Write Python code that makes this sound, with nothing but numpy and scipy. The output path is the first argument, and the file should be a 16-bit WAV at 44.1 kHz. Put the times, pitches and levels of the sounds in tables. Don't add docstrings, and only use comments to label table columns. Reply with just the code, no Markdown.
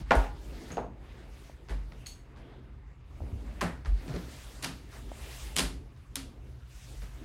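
import sys
import numpy as np
from scipy import signal
from scipy.io import wavfile

SR = 44100
rng = np.random.default_rng(int(sys.argv[2]) if len(sys.argv) > 2 else 0)


def file_out(sig):
    cols = np.atleast_2d(sig).T
    lim = np.clip(cols, -1, 1)
    pcm = np.round(lim * 32767).astype(np.int16)
    wavfile.write(sys.argv[1], SR, pcm)


def attenuation_scalar(level_db):
    decades = np.asarray(level_db, float) / 20
    return 10 ** decades


N = 319548
T = np.arange(N) / SR
SLOW = T[::40]


def rms_one(x):
    return x / np.sqrt(np.mean(x ** 2) + 1e-20)


def at_hz(points, hz):
    point_hz, point_db = np.transpose(points)
    return np.interp(np.log(hz), np.log(point_hz), point_db)


def band(x, low_hz, high_hz):
    sos = signal.butter(2, [low_hz, min(high_hz, 0.45 * SR)], "band", fs=SR, output="sos")
    return signal.sosfilt(sos, x)


def drift(rate_hz):
    r = np.exp(-80 * np.pi * rate_hz / SR)
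    white = rng.standard_normal(len(SLOW) + 2000)
    return rms_one(signal.lfilter([1], [1, -2 * r, r * r], white)[2000:])


def ring(clicks, hz, t60_s):
    r = attenuation_scalar(-60 / (t60_s * SR))
    w = 2 * np.pi * hz / SR
    return signal.lfilter([0, np.sin(w)], [1, -2 * r * np.cos(w), r * r], clicks + 1e-18)


def clicks_at(seconds, db):
    out = np.zeros(N)
    out[np.round(np.asarray(seconds) * SR).astype(int)] = attenuation_scalar(np.asarray(db))
    return out


def dying(shape, t60_s):
    t = T[:shape[-1]]
    build_up = np.clip(t / 0.009, 0, 1) ** 2
    return rng.standard_normal(shape) * attenuation_scalar(-60 * t / t60_s) * build_up


def room(x, t60_s, wet_db):
    tail = dying((SR // 2,), t60_s) / np.sqrt(0.005 * SR)
    return x + attenuation_scalar(wet_db) * signal.fftconvolve(x, tail)[:N]


def add(out, seconds, db, sounds):
    for s, gain, sound in zip(seconds, attenuation_scalar(db), sounds):
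        out[round(s * SR):][:len(sound)] += gain * sound


def swells(rows):
    s, rise_s, fall_s, db, more_db = np.transpose(rows)[:, :, None]
    late_s = SLOW - s
    gain = attenuation_scalar(db - 10 * (late_s / np.where(late_s < 0, rise_s, fall_s)) ** 2)
    return np.linalg.norm(gain, axis=0), np.linalg.norm(gain * attenuation_scalar(more_db), axis=0)


def banded_noise(gain_at, patchy_db):
    out = 0
    edges_hz = 26 * 2 ** np.arange(0, 9.7, 0.4)
    white = rng.standard_normal((2, N))
    for k, (low_hz, high_hz) in enumerate(zip(edges_hz, edges_hz[1:])):
        gain = gain_at(np.sqrt(low_hz * high_hz)) * attenuation_scalar(patchy_db * drift(10.5))
        out = out + np.interp(T, SLOW, gain) * band(white[k % 2], low_hz, high_hz)
    return out


# start in seconds, peak in dB, brightness in dB per octave, extra room in dB.
ON_DOOR = [(0.1077, -15.5, -2, -17), (0.1102, -19, -0.7, 0.5), (0.1184, -20, -2, 2.9)]
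DOOR_FOOT = [(0.7701, -28, 0.18, -3.5), (0.7805, -29, -1.1, -1.6)]
ON_WALL = [(3.6097, -33, 1.2, .1), (3.614, -28, 1, .1), (3.6179, -29.5, -1.9, .1)]
ON_EDGE = [(0.153, -51.5, 7, 6), (4.625, -35, -0.3, 8), (4.6276, -34, 1.5, 8), (4.6432, -23.5, -1.9, -12),
           (4.6462, -25.5, -1.8, -0.5), (6.1561, -28, 2.4, -1.5), (6.1658, -34.5, 1, -4)]
SKID = [(5.5607, -36, 0.93, 0.11), (5.5646, -22.5, 1.1, .1), (5.5739, -26, -0.29, .1),
        (5.5838, -21, -0.69, .1), (5.5883, -22, -0.14, .1), (5.5931, -19.5, -0.91, .1),
        (5.6031, -23, -2.7, .1)]
ON_TUBE = [(2.0635, -36, -.7, -2.5), (2.0677, -48, .1, 4)]
SOLE_DOWN = [(0.7034, -44, -1, 2.5), (1.6858, -47.5, 0.8, 5), (1.6948, -48, 2.3, 2.5),
             (1.7061, -44, -2, -2), (1.9209, -48, -0.5, -6), (2.362, -56, 0.2, 3.5), (3.8489, -45, 0.3, 0),
             (3.8576, -42, 1.5, -4.5), (5.963, -62, 2.5, 1), (7.0185, -51, 1.5, 4.5)]
SOLE_DRAG = [(4.0795, -36, 1, -1), (4.105, -38, 0.037, 0), (4.1389, -36.5, -0.38, 1.7),
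             (4.162, -34.5, -.4, -4.5)]
# click, thud, knock, clack, grit, all in dB.
COLOURS = [
    (-6.5, -15, -7, 0.5, -38),
    (-15.5, -23, 2.5, -11, -35),
    (2, -9, -10, 3.3, -7.5),
    (-0.7, -26, -25, -11.5, -3),
    (3, -14.5, -10.5, -8, -1),
    (0.5, -28, -30, -11, -14),
    (1.3, -2.2, -1, 1.3, -28),
    (-7, 3, -11, -19, -28),
]
# click, thud, knock, clack, grit, all in dB.
ECHOES = [(-12.5, -22.5, -3.5, -8.5, -32), (-26, -12, 0.2, -35, -30), (-4, -7, -4.5, -0.1, -13),
          (-1.5, -18, -19.5, -11, -12.5), (-2, -21, -22.5, -14, -9), (-1, -35, -38, -24, -10),
          (1, -3, -3, 0, -13), (-4.5, -7.5, -10, -6, -28)]
# low in Hz, high in Hz, skid in ms, room t60 in seconds, room level in dB.
BANDS = [
    (2240, 5200, 3.2, 0.34, -20),
    (128, 390, 11, 0.36, -6),
    (376, 827, 2.5, 0.33, -9.5),
    (874, 2000, 4.6, 0.35, -12.5),
    (5900, 10870, 1.87, 0.3, -14.5),
]
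FRONT_DB = [1.3, 2.4, 2.8, 3.36, 4.8]
# pitch in Hz, level in dB, t60 in seconds.
ROOM_MODES = [(183.5, -47.5, 0.17), (270.2, -56.5, 0.43)]


def contacts():
    kinds = [ON_DOOR, DOOR_FOOT, ON_WALL, ON_EDGE, SKID, ON_TUBE, SOLE_DOWN, SOLE_DRAG]
    s, db, tilt, room_db = np.vstack(kinds).T
    counts = [len(rows) for rows in kinds]
    colour_db = np.repeat(COLOURS, counts, axis=0)
    echo_db = np.repeat(ECHOES, counts, axis=0)
    out = np.zeros(N + SR)
    shape = (len(s), 2000)
    grit = rng.standard_normal(shape) * rng.exponential(1, shape) ** 0.55
    grit[:, 8] += 3.0
    for k, (low_hz, high_hz, skid_ms, t60_s, wet_db) in enumerate(BANDS):
        level_db = db + tilt * np.log2(np.sqrt(low_hz * high_hz) / 1500)
        bursts = band(grit * np.exp(-T[:2000] * 1000 / skid_ms), low_hz, high_hz)
        bursts = band(bursts, low_hz * 0.46, high_hz * 1.7)
        bursts = bursts / np.abs(bursts).max(axis=1, keepdims=True)
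        tails = band(dying((len(s), SR // 3), t60_s), low_hz, high_hz)
        tails = tails / np.std(tails[:, :2000])
        add(out, s, level_db + colour_db[:, k] + FRONT_DB[k], bursts)
        add(out, s, level_db + echo_db[:, k] + wet_db + room_db, tails)
    direct = out[:N]
    return direct + sum(attenuation_scalar(db) * ring(direct, hz, t60_s) for hz, db, t60_s in ROOM_MODES)


# start in seconds, blow in dB.
KNOCKS = [
    (0.1085, -26.5),
    (0.1106, -17.5),
    (0.1182, -15),
    (0.771, -38),
    (0.781, -39.5),
]
# pitch in Hz, level in dB, t60 in seconds.
DOOR = [(580, -20, 5.0), (650, -20, 0.47), (728, -0.5, 0.38), (836, 2, 0.62), (923.5, -6.5, 0.2),
        (1016, -9, 0.25), (1142, -14, 5.0), (1316, -17.5, 4.8), (1430, -11.5, 0.19), (1624, -17, 0.56),
        (1595, -13.5, 0.012), (1890, -27.5, 5.0)]


def door():
    s, blow_db = np.transpose(KNOCKS)
    panel = 0
    for hz, db, t60_s in DOOR:
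        strength_db = blow_db + db + rng.normal(0, 2.2, len(s))
        panel = panel + ring(clicks_at(s, strength_db), hz, min(t60_s, 0.064))
    return room(panel, t60_s=0.4, wet_db=-12)


# start in seconds, blow in dB, favoured pitch in Hz, loss in dB per octave.
TINKS = [
    (0.719, -40, 6589, 51),
    (0.726, -46, 6589, 43),
    (2.061, -41.5, 4300, 12),
    (2.0682, -36, 7500, 6),
]
# pitch in Hz, level in dB, t60 in seconds.
TUBE = [(3418, -6, .012), (4393, 3, .02), (6589, 2, .018), (7760, -5, .012), (9238, -3, .016),
        (12150, -5, .012)]


def tube():
    s, blow_db, best_hz, focus_db = np.transpose(TINKS)
    modes = 0
    for hz, db, t60_s in TUBE:
        loss_db = focus_db * np.abs(np.log2(hz / best_hz))
        modes = modes + ring(clicks_at(s, blow_db + db - loss_db), hz, t60_s)
    return room(band(modes, 3000, 13000), t60_s=0.3, wet_db=-5)


# peak in seconds, rise in seconds, fall in seconds, level in dB, pitch in Hz.
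SLIDES = [
    (2.0, 0.02, 0.042, -66, 2750),
    (2.45, 0.07, 0.14, -70.5, 3200),
    (2.92, .08, .08, -86, 7000),
]


def slides():
    out = 0
    for s, rise_s, fall_s, db, hz in SLIDES:
        gain = swells([(s, rise_s, fall_s, db, 0)])[0]
        whisper = rms_one(band(rng.standard_normal(N), hz / 1.1, hz * 1.1))
        out = out + np.interp(T, SLOW, gain) * whisper
    return out


# start in seconds, peak in dB, pitch in Hz.
POPS = [(0.535, -49, 310), (1.497, -39.5, 520), (3.205, -37, 516), (3.22, -40, 425), (3.237, -41.5, 301),
        (3.36, -69, 331), (5.117, -32, 504), (6.902, -63, 372)]


def pops():
    out, t = np.zeros(N), T[:600]
    for s, db, hz in POPS:
        cycles = hz * t + 0.6 * (1 - np.exp(-t * hz))
        decay = attenuation_scalar(-60 * cycles / 8.0)
        out[round(s * SR):][:600] += attenuation_scalar(db + 4) * np.sin(2 * np.pi * cycles) * decay
    return band(out, 150, 1100)


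# start in seconds, peak in dB, pitch in Hz, swell in seconds, t60 in
# seconds.
HEELS = [(0.161, -16, 46, 0.0091, 0.36), (1.702, -27.5, 47.3, 0.0091, 0.75),
         (3.214, -30.5, 69.7, 0.0044, 0.19), (3.327, -27.5, 73.5, .005, 0.075),
         (3.365, -28.5, 59, 0.0045, 0.055), (3.627, -41.5, 88, 0.011, 0.41), (3.869, -19, 46, 0.13, 0.27),
         (4.13, -32, 54, 0.022, 0.2), (3.635, -36, 171, .01, 0.27), (4.086, -34, 129, .01, 0.22),
         (4.158, -33, 250, 0.0054, 0.073), (5.613, -35.5, 47.6, .03, 0.4), (6.163, -43, 267.2, 0.0093, .45),
         (6.952, -35, 48.5, 0.039, 0.56)]


def heels():
    out, t = np.zeros(N + SR), T[:SR // 2]
    for s, db, hz, swell_s, t60_s in HEELS:
        phase = 2 * np.pi * (hz * t + 0.34 * (1 - np.exp(-t / 0.016)))
        decay = attenuation_scalar(-60 * t / t60_s - 49 * (t / t60_s) ** 2)
        shape = (1 - np.exp(-t / swell_s)) ** 1.7 * decay
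        add(out, [s], [db], [shape / shape.max() * np.sin(phase)])
    return out[:N]


# peak in seconds, rise in seconds, fall in seconds, soles in dB,
# floor boom above them in dB.
SHUFFLES = [(0.0, .05, .03, -49, 25.5), (0.33, 0.3, 0.076, -56.5, 15), (0.6, 0.24, 0.45, -50, 1.5),
            (0.9, 0.14, 0.073, -68, 9), (1.2, 0.16, 0.32, -59, 6), (1.65, 0.18, 1, -60, -10),
            (2.5, 0.18, 0.23, -54.5, -25), (3.3, 0.16, .4, -53, 11), (3.72, .08, 0.11, -59, 5),
            (3.95, 0.11, 0.036, -61.5, 27.5), (4.14, 0.16, 0.24, -49.5, 2), (4.62, 0.23, 0.6, -57.5, -8),
            (4.98, 0.045, 0.6, -57, 6), (5.35, 0.13, 0.21, -78, -1), (5.75, 0.34, 0.18, -54, 10),
            (6.33, 0.21, 0.27, -54.5, -2), (6.91, 0.047, 0.089, -57, 8), (7.24, .1, .1, -52.5, -13)]
# peak in seconds, rise in seconds, fall in seconds, sleeve in dB,
# fabric hiss above it in dB.
SWISHES = [(0.0, .05, 0.038, -53.5, -7.5), (0.2, 0.11, 0.095, -47, -10), (0.69, .35, 0.084, -56, -3),
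           (1.15, 0.17, 0.31, -58, -12.5), (1.43, 0.12, 0.14, -63, 0), (1.8, 0.21, 0.29, -64.5, -6.5),
           (2.03, 0.082, 0.19, -64.5, -4), (2.4, 0.18, 0.32, -63, -17.5), (2.85, 0.12, 0.092, -85, -21.5),
           (3.25, 0.15, 0.46, -65, -3), (3.55, 0.16, 0.31, -58, -10), (4.08, 0.14, 0.41, -57.5, -1.5),
           (4.38, 0.16, 0.48, -56, -1), (4.95, 0.056, 0.092, -55.5, -2.5), (5.4, 0.29, 0.17, -51, 1),
           (6.0, 0.43, 0.6, -77.5, 1), (6.5, 0.56, 0.56, -71.5, -2), (6.78, 0.099, 0.25, -63, 3),
           (7.0, 0.25, 0.1, -68, 8), (7.24, 0.29, .1, -61, -4)]
STILL_DB = [-58, -69.5, -69, -83]
MOTION_HZ = [60, 330, 1600, 7000]
# frequency in Hz, density in dB per Hz.
RUSTLE = [(18, -34), (30, -11.5), (55, 10.5), (88, -14.5), (134, -9), (157, -22.5), (189, -15),
          (473, -23.5), (526, -22.5), (1350, -23.5), (1670, -18.5), (9220, -28), (16000, -38.5)]
# frequency in Hz, density in dB per Hz.
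MURMUR = [(18, -58.5), (30, -27), (42, 3), (64, 3), (77, -7), (88, -17), (131, -14.5), (210, -35.5),
          (866, -59), (1130, -31), (1220, -9), (1460, -41), (16000, -92)]
MURMUR_DB = -22


def movement():
    soles, boom = swells(SHUFFLES)
    sleeve, hiss = swells(SWISHES)
    gains, lifts_db = (boom, soles, sleeve, hiss), (-7.5, 9.0, -2.33, -2.0)
    curves_db = [20 * np.log10(np.hypot(gain, attenuation_scalar(still_db))) + lift_db
                 for gain, still_db, lift_db in zip(gains, STILL_DB, lifts_db)]

    def gain_at(hz):
        shares = [np.interp(np.log(hz), np.log(MOTION_HZ), row) for row in np.eye(len(MOTION_HZ))]
        rustle = attenuation_scalar(31 + at_hz(RUSTLE, hz) + np.dot(shares, curves_db))
        return np.hypot(rustle, attenuation_scalar(MURMUR_DB + at_hz(MURMUR, hz)))

    high_pass = signal.butter(4, 36, "high", fs=SR, output="sos")
    return signal.sosfilt(high_pass, banded_noise(gain_at, patchy_db=2.0))


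# pitch in Hz, width in Hz, level in dB.
HUM = [(125.4, 5.4, -56)]


def fridge():
    out = 0
    for hz, width_hz, db in HUM:
        out = out + attenuation_scalar(db) * rms_one(ring(rng.standard_normal(N), hz, 1.54 / width_hz))
    return out


def scene():
    cane = contacts() + door() + tube() + slides()
    walker = pops() + heels() + movement()
    return (cane + walker + fridge())[None]


def band_limit(x):
    return signal.sosfilt(signal.butter(12, 16480, fs=SR, output="sos"), x)


def record(dry):
    cut_hz = 15800
    soft = 0.55 * np.tanh(dry / 0.55)
    low_pass = signal.cheby2(12, 40, cut_hz * 1.045, fs=SR, output="sos")
    return band_limit(signal.sosfilt(low_pass, soft))


dry = scene()
out = record(dry)
file_out(out)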